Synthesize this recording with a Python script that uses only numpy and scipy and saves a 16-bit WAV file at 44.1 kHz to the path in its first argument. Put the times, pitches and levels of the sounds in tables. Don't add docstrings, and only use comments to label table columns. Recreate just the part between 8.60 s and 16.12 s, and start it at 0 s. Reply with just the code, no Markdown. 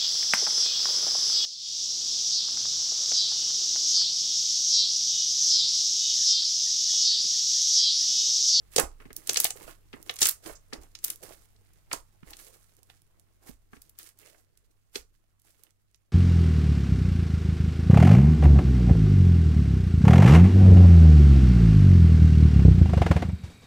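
import sys
import numpy as np
from scipy import signal
from scipy.fft import rfft, irfft
from scipy.io import wavfile

SR = 44100
rng = np.random.default_rng(int(sys.argv[2]) if len(sys.argv) > 2 else 0)


def unload_audio(sound):
    columns = np.transpose(np.atleast_2d(sound))
    steps = np.round(np.clip(columns, -1, 1) * 32767)
    wavfile.write(sys.argv[1], SR, steps.astype(np.int16))


N = 331620

# start_s, left_peak_db, right_peak_db, pitch_hz
POPS = [(0.1614, -2.5, 6.5, 7600), (0.1812, -3.5, 1.5, 6350), (0.1925, -17.5, -11, 1570),
        (0.1963, -6, 4.5, 9250), (0.4014, -41, -38, 2090), (0.423, -46.5, -55, 2500),
        (0.4546, -41, -47, 2070), (0.505, -37, -37, 1900), (0.528, -42, -23, 13100),
        (0.5633, -16, -5, 15900), (0.6725, -14, -11, 9900), (0.694, -2.5, -0.5, 6400),
        (0.731, -17, -9.5, 10520), (0.7443, -7.5, -31, 7660), (0.758, -16, -10.5, 4400),
        (0.771, 0.5, 1.5, 6400), (0.8011, 3, 6, 11670), (0.8258, -37, -55, 8560), (0.8436, 5, 0.5, 12000),
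        (0.852, -11, -10, 4230), (0.8655, -37, -12, 6450), (0.905, -16.5, -9.5, 7500),
        (1.3302, -32.5, -33, 2860), (1.3389, -34.5, -34, 1870), (1.4255, -44, -20.5, 13500),
        (1.4951, -12.5, -12.5, 3300), (1.508, -41, -22, 11000), (1.538, -32, -25, 10500),
        (1.557, -38, -19, 12940), (1.5643, -24.5, -23, 6850), (1.5882, -18, -15.5, 7100),
        (1.6068, -13, -9, 13500), (1.6167, 1.5, 8, 7000), (1.6276, 4.5, 7, 7030), (1.6553, 4, 2.5, 8120),
        (1.6685, -1, 3.5, 13130), (1.686, -16, 3.5, 12710), (1.692, -1, 1.5, 12400),
        (1.7095, -12.5, -5, 13800), (2.127, -30, -31, 1680), (2.1324, -22, -18.5, 5160),
        (2.2333, -37.5, -35.5, 7900), (2.3506, -35.5, -20.5, 5050), (2.389, -30, -41, 6900),
        (2.442, -3, -4, 13200), (2.446, 2, 1.5, 14800), (2.4814, -14, -37.5, 12900), (2.502, -9, -9, 11240),
        (2.5568, -59, -23.5, 12300), (2.636, -41.5, -21, 13000), (2.962, -53, -48.5, 5110),
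        (3.134, -46.5, -42.5, 11000), (3.314, -23.5, -20.5, 2320), (3.3294, -11.5, -6, 7620),
        (3.629, -59.5, -41, 1940), (3.707, -22.5, -32, 12540), (3.7324, -31, -27.5, 4120),
        (3.769, -26, -33, 9200), (3.852, -40, -57.5, 11100), (3.882, -36.5, -35, 11500),
        (4.165, -74, -39.5, 11220), (4.229, -64, -33, 10170), (4.298, -46, -34, 3050),
        (4.4168, -60, -41.5, 10960), (4.595, -56, -36, 9850), (5.1325, -38, -37.5, 1597),
        (5.167, -43.5, -50, 2470), (5.218, -29.5, -24, 13000), (5.2945, -30.5, -31, 13400),
        (5.3883, -14, -21, 15000), (5.43, -28, -34, 8940), (5.488, -41.5, -29, 9550),
        (5.587, -36.5, -26, 14260), (5.745, -53, -47, 1796), (5.9727, -43.5, -35.5, 9850),
        (6.3556, -18, -13, 4670), (6.361, -29.5, -19.5, 7000), (6.7961, -50, -44, 10600),
        (6.8165, -51.5, -42, 11400), (6.9059, -41.5, -43, 10500), (7.0338, -51, -25.5, 12740),
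        (7.066, -59, -48.5, 3010), (7.105, -57, -43.5, 7530), (7.2175, -56.5, -52.5, 13930),
        (7.311, -63, -51, 9400), (7.3434, -63.5, -38.5, 5740), (7.357, -60.5, -47, 10920)]
# hold_start_s, hold_s, crackle_db, squelch_db
SQUEEZES = [(0.122, 0.026, -54.5, -66), (0.18, 0.037, -39.5, -34.5), (0.41, 0.09, -67.5, -59.5),
            (0.563, 0.13, -56, -64), (0.689, 0.1, -44.5, -51), (0.763, 0.13, -40.5, -54),
            (0.958, .04, -54.5, -56.5), (1.012, 0.032, -54.5, -51.5), (1.029, 0.02, -51, -60.5),
            (1.078, 0.018, -47.5, -49.5), (1.34, 0.074, -65, -58), (1.463, 0.27, -56.5, -59.5),
            (1.618, 0.064, -33, -53), (1.837, .03, -54.5, -69), (1.863, 0.05, -46, -44),
            (2.138, 0.018, -58.5, -49), (2.225, 0.019, -61, -62.5), (2.444, 0.075, -43.5, -58.5),
            (2.632, 0.09, -51, -54), (2.73, 0.12, -60.5, -69), (3.334, 0.0043, -39, -42.5),
            (3.672, 0.2, -55.5, -60.5), (3.797, 0.028, -48.5, -60.5), (3.872, 0.033, -58.5, -66.5),
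            (3.941, 0.0088, -57.5, -66), (4.004, 0.059, -65, -83), (4.091, 0.022, -68.5, -73),
            (4.178, 0.014, -70.5, -76), (4.294, 0.06, -66.5, -72), (4.825, 0.032, -63.5, -68),
            (4.87, 0.024, -50.5, -55), (5.126, 0.3, -66, -69.5), (5.393, .1, -52, -70),
            (5.597, 0.097, -60, -68), (5.651, 0.16, -60.5, -67), (6.356, 0.0082, -43.5, -55),
            (6.85, 0.14, -66, -75.5), (6.988, 0.11, -70, -72.5)]
# frequency_hz, density_db (per Hz)
CRACKLE_SPECTRUM = [(700, -21.5), (1500, -9.5), (3000, -13), (6000, -8), (9000, -4.5), (13000, -5.5),
                    (16500, -9)]
# start_s, length_s, first_pitch_hz, last_pitch_hz, level_db
LEAKS = [(1.948, 0.028, 6530, 6420, -49.5), (3.806, 0.176, 473.6, 514, -59.5),
         (5.602, .21, 430, 722, -62.5), (5.61, .09, 2500, 2120, -62)]
# start_s, spectrum_centre_hz, level_db
THUDS = [(0.1608, 455, -17.5), (0.1815, 534, -13), (0.1926, 498, -18.5), (0.399, 295, -44),
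         (0.4545, 250, -35.5), (0.5039, 332, -36), (0.6933, 563, -26.5), (0.772, 618, -28),
         (0.8486, 818, -24.5), (0.907, 650, -42.5), (0.955, 510, -35.5), (1.3343, 282, -30),
         (1.4965, 630, -30), (1.6193, 646, -31.5), (1.6563, 700, -40), (1.864, 557, -41.5),
         (2.1282, 317, -26), (2.1322, 316, -31), (2.636, 501.4, -42.5), (3.315, 550, -40.5),
         (3.3296, 583, -38.5), (3.628, 176.7, -38.5), (4.185, 495, -54.5), (4.299, 696, -55),
         (4.8897, 254.7, -34.5), (5.1297, 267, -39.5), (5.165, 279.6, -44.5), (6.3567, 396, -28)]
# start_s, spectrum_centre_hz, level_db
PUSHES = [(0.221, 56.5, -32), (1.038, 29.8, -45), (1.351, 62, -55.5), (1.903, 50.7, -44.5),
          (2.17, 51.1, -41.5), (2.67, 44.8, -51.5), (3.358, 39.7, -45.5), (3.659, 50.3, -45.5),
          (4.898, 41, -46.5), (5.16, 56.3, -54), (6.38, 46.14, -47)]
# frequency_hz, level_db, t60_s
TOP_MODES = [(116.74, -6.5, 0.23), (185, -3.5, 0.06), (229, -3.5, 0.07), (280, -10.5, 0.13),
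             (401, -3.5, 0.039), (458.8, -7.5, 0.0057), (518, -4.5, 0.044), (736, 1.5, 0.02)]
# frequency_hz, level_db, t60_s
FRAME_MODES = [(26, -3.5, 1), (46, -2, 0.16), (63, -2.5, 0.27)]
# frequency_hz, t60_s
ROOM_DECAY = [(200, 0.099), (1200, 0.24), (2800, 0.08), (7500, .19), (16000, .1)]
# frequency_hz, density_db (per Hz)
HISS_SPECTRUM = [(20, -8), (33, -17), (48, -5.5), (75, -28.5), (130, -19), (260, -30.5), (600, -47.5),
                 (1300, -41), (2400, -42.5), (7000, -47), (16500, -48)]
# frequency_hz, level_db
HUM = [(97, -70)]
# time_s, gain_db
FADE = [(0, 6.5), (3, 4.5), (7.52, -5.5)]

RISE_DB_PER_S, SAG_DB_PER_S = 797, 60.5
CRACKLE_FALL_DB_PER_S, SQUELCH_FALL_DB_PER_S = 418, 399.5
REST_CRACKLE_DB, REST_SQUELCH_DB = -80, -80
GRAINS_PER_S = 2000
SLIME_RIGHT_DB, TOP_RIGHT_DB, FRAME_RIGHT_DB, RIGHT_LAG_S = 9, 8, 2.2, 0.00236
ROOM_DB, HISS_DB = -36, -67.5
CEILING, CUTOFF_HZ = 0.68, 17100


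def pops(cycles=4.9, click_db=-8.0, scatter_db=-27, scatter_cycles=200, reach=1.3):
    length = 2000
    t = np.arange(length) / SR
    out = np.zeros((2, N + length))
    folds = rng.standard_normal((len(POPS), 2, length))
    for (start_s, left_db, right_db, hz), fold in zip(POPS, folds):
        scatter_decay = amp(scatter_db - 60 * t * (hz + 2000) / scatter_cycles)
        paths = scatter_decay * fold ** 3 / 2
        paths[:, 0] = 1
        ringing = ring(paths, min(hz, 0.4 * SR), cycles / hz)
        click = amp(click_db) * soften(paths, min(reach * hz, 0.45 * SR))
        small_source = signal.butter(2, 0.32 * hz, "high", fs=SR, output="sos")
        burst = signal.sosfilt(small_source, ringing + click)
        burst /= np.abs(burst).max(axis=1, keepdims=True)
        at = round(start_s * SR)
        out[:, at:at + length] += burst * amp([[left_db], [right_db]])
    return out[:, :N]


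def squeezing(peak_db, fall_db_per_s, rest_db):
    t = np.arange(0, N + 64, 64) / SR
    start, hold = np.transpose(SQUEEZES)[:2, :, None]
    since = t - start
    rise = RISE_DB_PER_S * np.minimum(since, 0)
    sag = SAG_DB_PER_S * np.clip(since, 0, hold)
    fall = fall_db_per_s * np.maximum(since - hold, 0)
    db = peak_db[:, None] + rise - sag - fall
    power = np.interp(np.arange(N) / SR, t, np.sum(amp(2 * db), axis=0))
    rest_power = amp(2 * (rest_db + in_time(FADE)[0]))
    return 10 * np.log10(power + rest_power)


def grains(per_s, size_db):
    sizes = amp(size_db * np.minimum(rng.exponential(1, (3, N)), 4))
    signs = rng.choice([-1, 1], (3, N))
    chance = per_s * amp(3.0 * drift(60)) / SR
    born = rng.random((3, N)) < chance
    clicks = sizes * signs * born
    return rms_one(clicks[:2] + 0.28 * clicks[2])


def cavities(clicks, low_hz, high_hz, cycles, patchy_db):
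    dealt = rng.integers(0, 8, N)
    total = np.zeros((2, N))
    for size, hz in enumerate(np.geomspace(low_hz, high_hz, 8)):
        share = clicks * (dealt == size) * amp(patchy_db * drift(27))
        total += ring(share, hz, cycles / hz)
    return rms_one(total)


def films(crackle_db, squelch_db):
    snaps = cavities(grains(GRAINS_PER_S, size_db=4.5), 2800, 15000, cycles=3.0, patchy_db=3.0)
    uneven_snaps = snaps * amp(3.4 * drift(70))
    wet = amp(-5) * rng.standard_normal((2, N))
    crackle = rms_one(colour(uneven_snaps + wet, CRACKLE_SPECTRUM))
    gurgle = cavities(grains(900, size_db=3), 330, 2700, cycles=11.0, patchy_db=4.0)
    return crackle * amp(crackle_db) + soften(gurgle, 3700) * amp(squelch_db)


def torn_films():
    crackle_db, squelch_db = np.transpose(SQUEEZES)[2:]
    return films(squeezing(crackle_db, CRACKLE_FALL_DB_PER_S, REST_CRACKLE_DB),
                 squeezing(squelch_db, SQUELCH_FALL_DB_PER_S, REST_SQUELCH_DB))


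def leaks(width_share=0.37):
    out, t = np.zeros((2, N)), np.arange(N) / SR
    for start_s, length_s, first_hz, last_hz, db in LEAKS:
        done = np.clip((t - start_s) / length_s, 0, 1)
        pitch_hz = first_hz + (last_hz - first_hz) * done
        tone = np.sin(2 * np.pi * np.cumsum(pitch_hz) / SR)
        wobble = rms_one(soften(rng.standard_normal((2, N)), width_share * first_hz / 2))
        envelope = np.minimum(8 * done, 1) * np.sqrt(1 - done)
        out += amp(db) * envelope * wobble * tone
    return out


def struck(modes, blows, reach_db, spread_db):
    start_s, centre_hz, blow_db = np.transpose(blows)
    out = np.zeros((2, N))
    for hz, level_db, t60 in modes:
        clicks = np.zeros((2, N))
        luck = rng.standard_normal((len(start_s), 2)).T
        octaves_away = np.abs(np.log2(hz / centre_hz))
        drive_db = blow_db + level_db - reach_db * octaves_away + spread_db * luck
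        clicks[:, (start_s * SR).astype(int)] = amp(drive_db)
        out += ring(clicks, hz, t60) * rng.choice([-1, 1])
    return out


def table():
    top = soften(struck(TOP_MODES, THUDS, reach_db=19.0, spread_db=2.3), 3800)
    frame = struck(FRAME_MODES, PUSHES, reach_db=5.2, spread_db=1.3)
    frame = soften(soften(frame, 87), 87)
    return to_right(TOP_RIGHT_DB) * top + to_right(FRAME_RIGHT_DB) * frame


def spaced(x):
    lag = round(RIGHT_LAG_S * SR)
    return np.array([x[0], np.concatenate([np.zeros(lag), x[1, :N - lag]])])


def room(x):
    t = np.arange(12000) / SR
    tail = np.zeros((2, len(t)))
    edges = np.geomspace(120, 17000, 9)
    for low, high in zip(edges, edges[1:]):
        band_pass = signal.butter(2, [low, high], "band", fs=SR, output="sos")
        band = signal.sosfilt(band_pass, rng.standard_normal((2, len(t))))
        tail += band * amp(-60 * t / at_hz(ROOM_DECAY, np.sqrt(low * high)))
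    tail *= np.clip(t / 0.0021, 0, 1)
    crossed = x + 0.3 * x[::-1]
    return signal.oaconvolve(crossed, tail, axes=-1)[:, :N]


def background():
    out = amp(HISS_DB) * rms_one(colour(rng.standard_normal((2, N)), HISS_SPECTRUM))
    for hz, level_db in HUM:
        turns = np.cumsum(hz * (1 + 0.012 * drift(7))) / SR
        tone = np.sin(2 * np.pi * turns + [[0], [1.5]])
        out = out + amp(level_db + 2.4 * drift(24)) * tone * to_right(4)
    return out * amp(in_time(FADE)[0])


def ring(clicks, hz, t60):
    r, w = amp(-60 / (t60 * SR)), 2 * np.pi * hz / SR
    return signal.lfilter([0, np.sin(w)], [1, -2 * r * np.cos(w), r * r], clicks + 1e-18)


def colour(x, spectrum):
    hz = np.fft.rfftfreq(8192, 1 / SR)
    cepstrum = irfft(np.log(amp(at_hz(spectrum, hz))))
    cepstrum[1:4096] *= 2
    cepstrum[4097:] = 0
    impulse = irfft(np.exp(rfft(cepstrum)))
    return signal.oaconvolve(x, impulse[None], axes=-1)[:, :N]


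def soften(x, hz):
    return signal.sosfilt(signal.butter(2, hz, fs=SR, output="sos"), x)


def drift(rate):
    knots = rng.standard_normal(1000)
    return np.interp(np.arange(N) / SR * rate, np.arange(len(knots)), knots)


def to_right(db):
    return amp([[-db / 2], [db / 2]])


def amp(db):
    return 10 ** (np.asarray(db) / 20)


def rms_one(x):
    return x / np.sqrt(np.mean(x ** 2) + 1e-20)


def in_time(rows):
    s, *columns = np.transpose(rows)
    return [np.interp(np.arange(N) / SR, s, c) for c in columns]


def at_hz(points, hz):
    points = np.array(points)
    return np.interp(np.log(np.maximum(hz, 1)), np.log(points[:, 0]), points[:, 1])


def scene():
    kneading = pops() + to_right(SLIME_RIGHT_DB) * (torn_films() + leaks())
    direct = spaced(kneading + table())
    return direct + amp(ROOM_DB) * room(direct) + background()


def record(dry):
    cut = signal.cheby2(12, 70, CUTOFF_HZ, fs=SR, output="sos")
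    clipped = np.clip(signal.sosfilt(cut, dry), -CEILING, CEILING)
    return signal.sosfilt(cut, clipped)


dry = scene()
out = record(dry)
unload_audio(out)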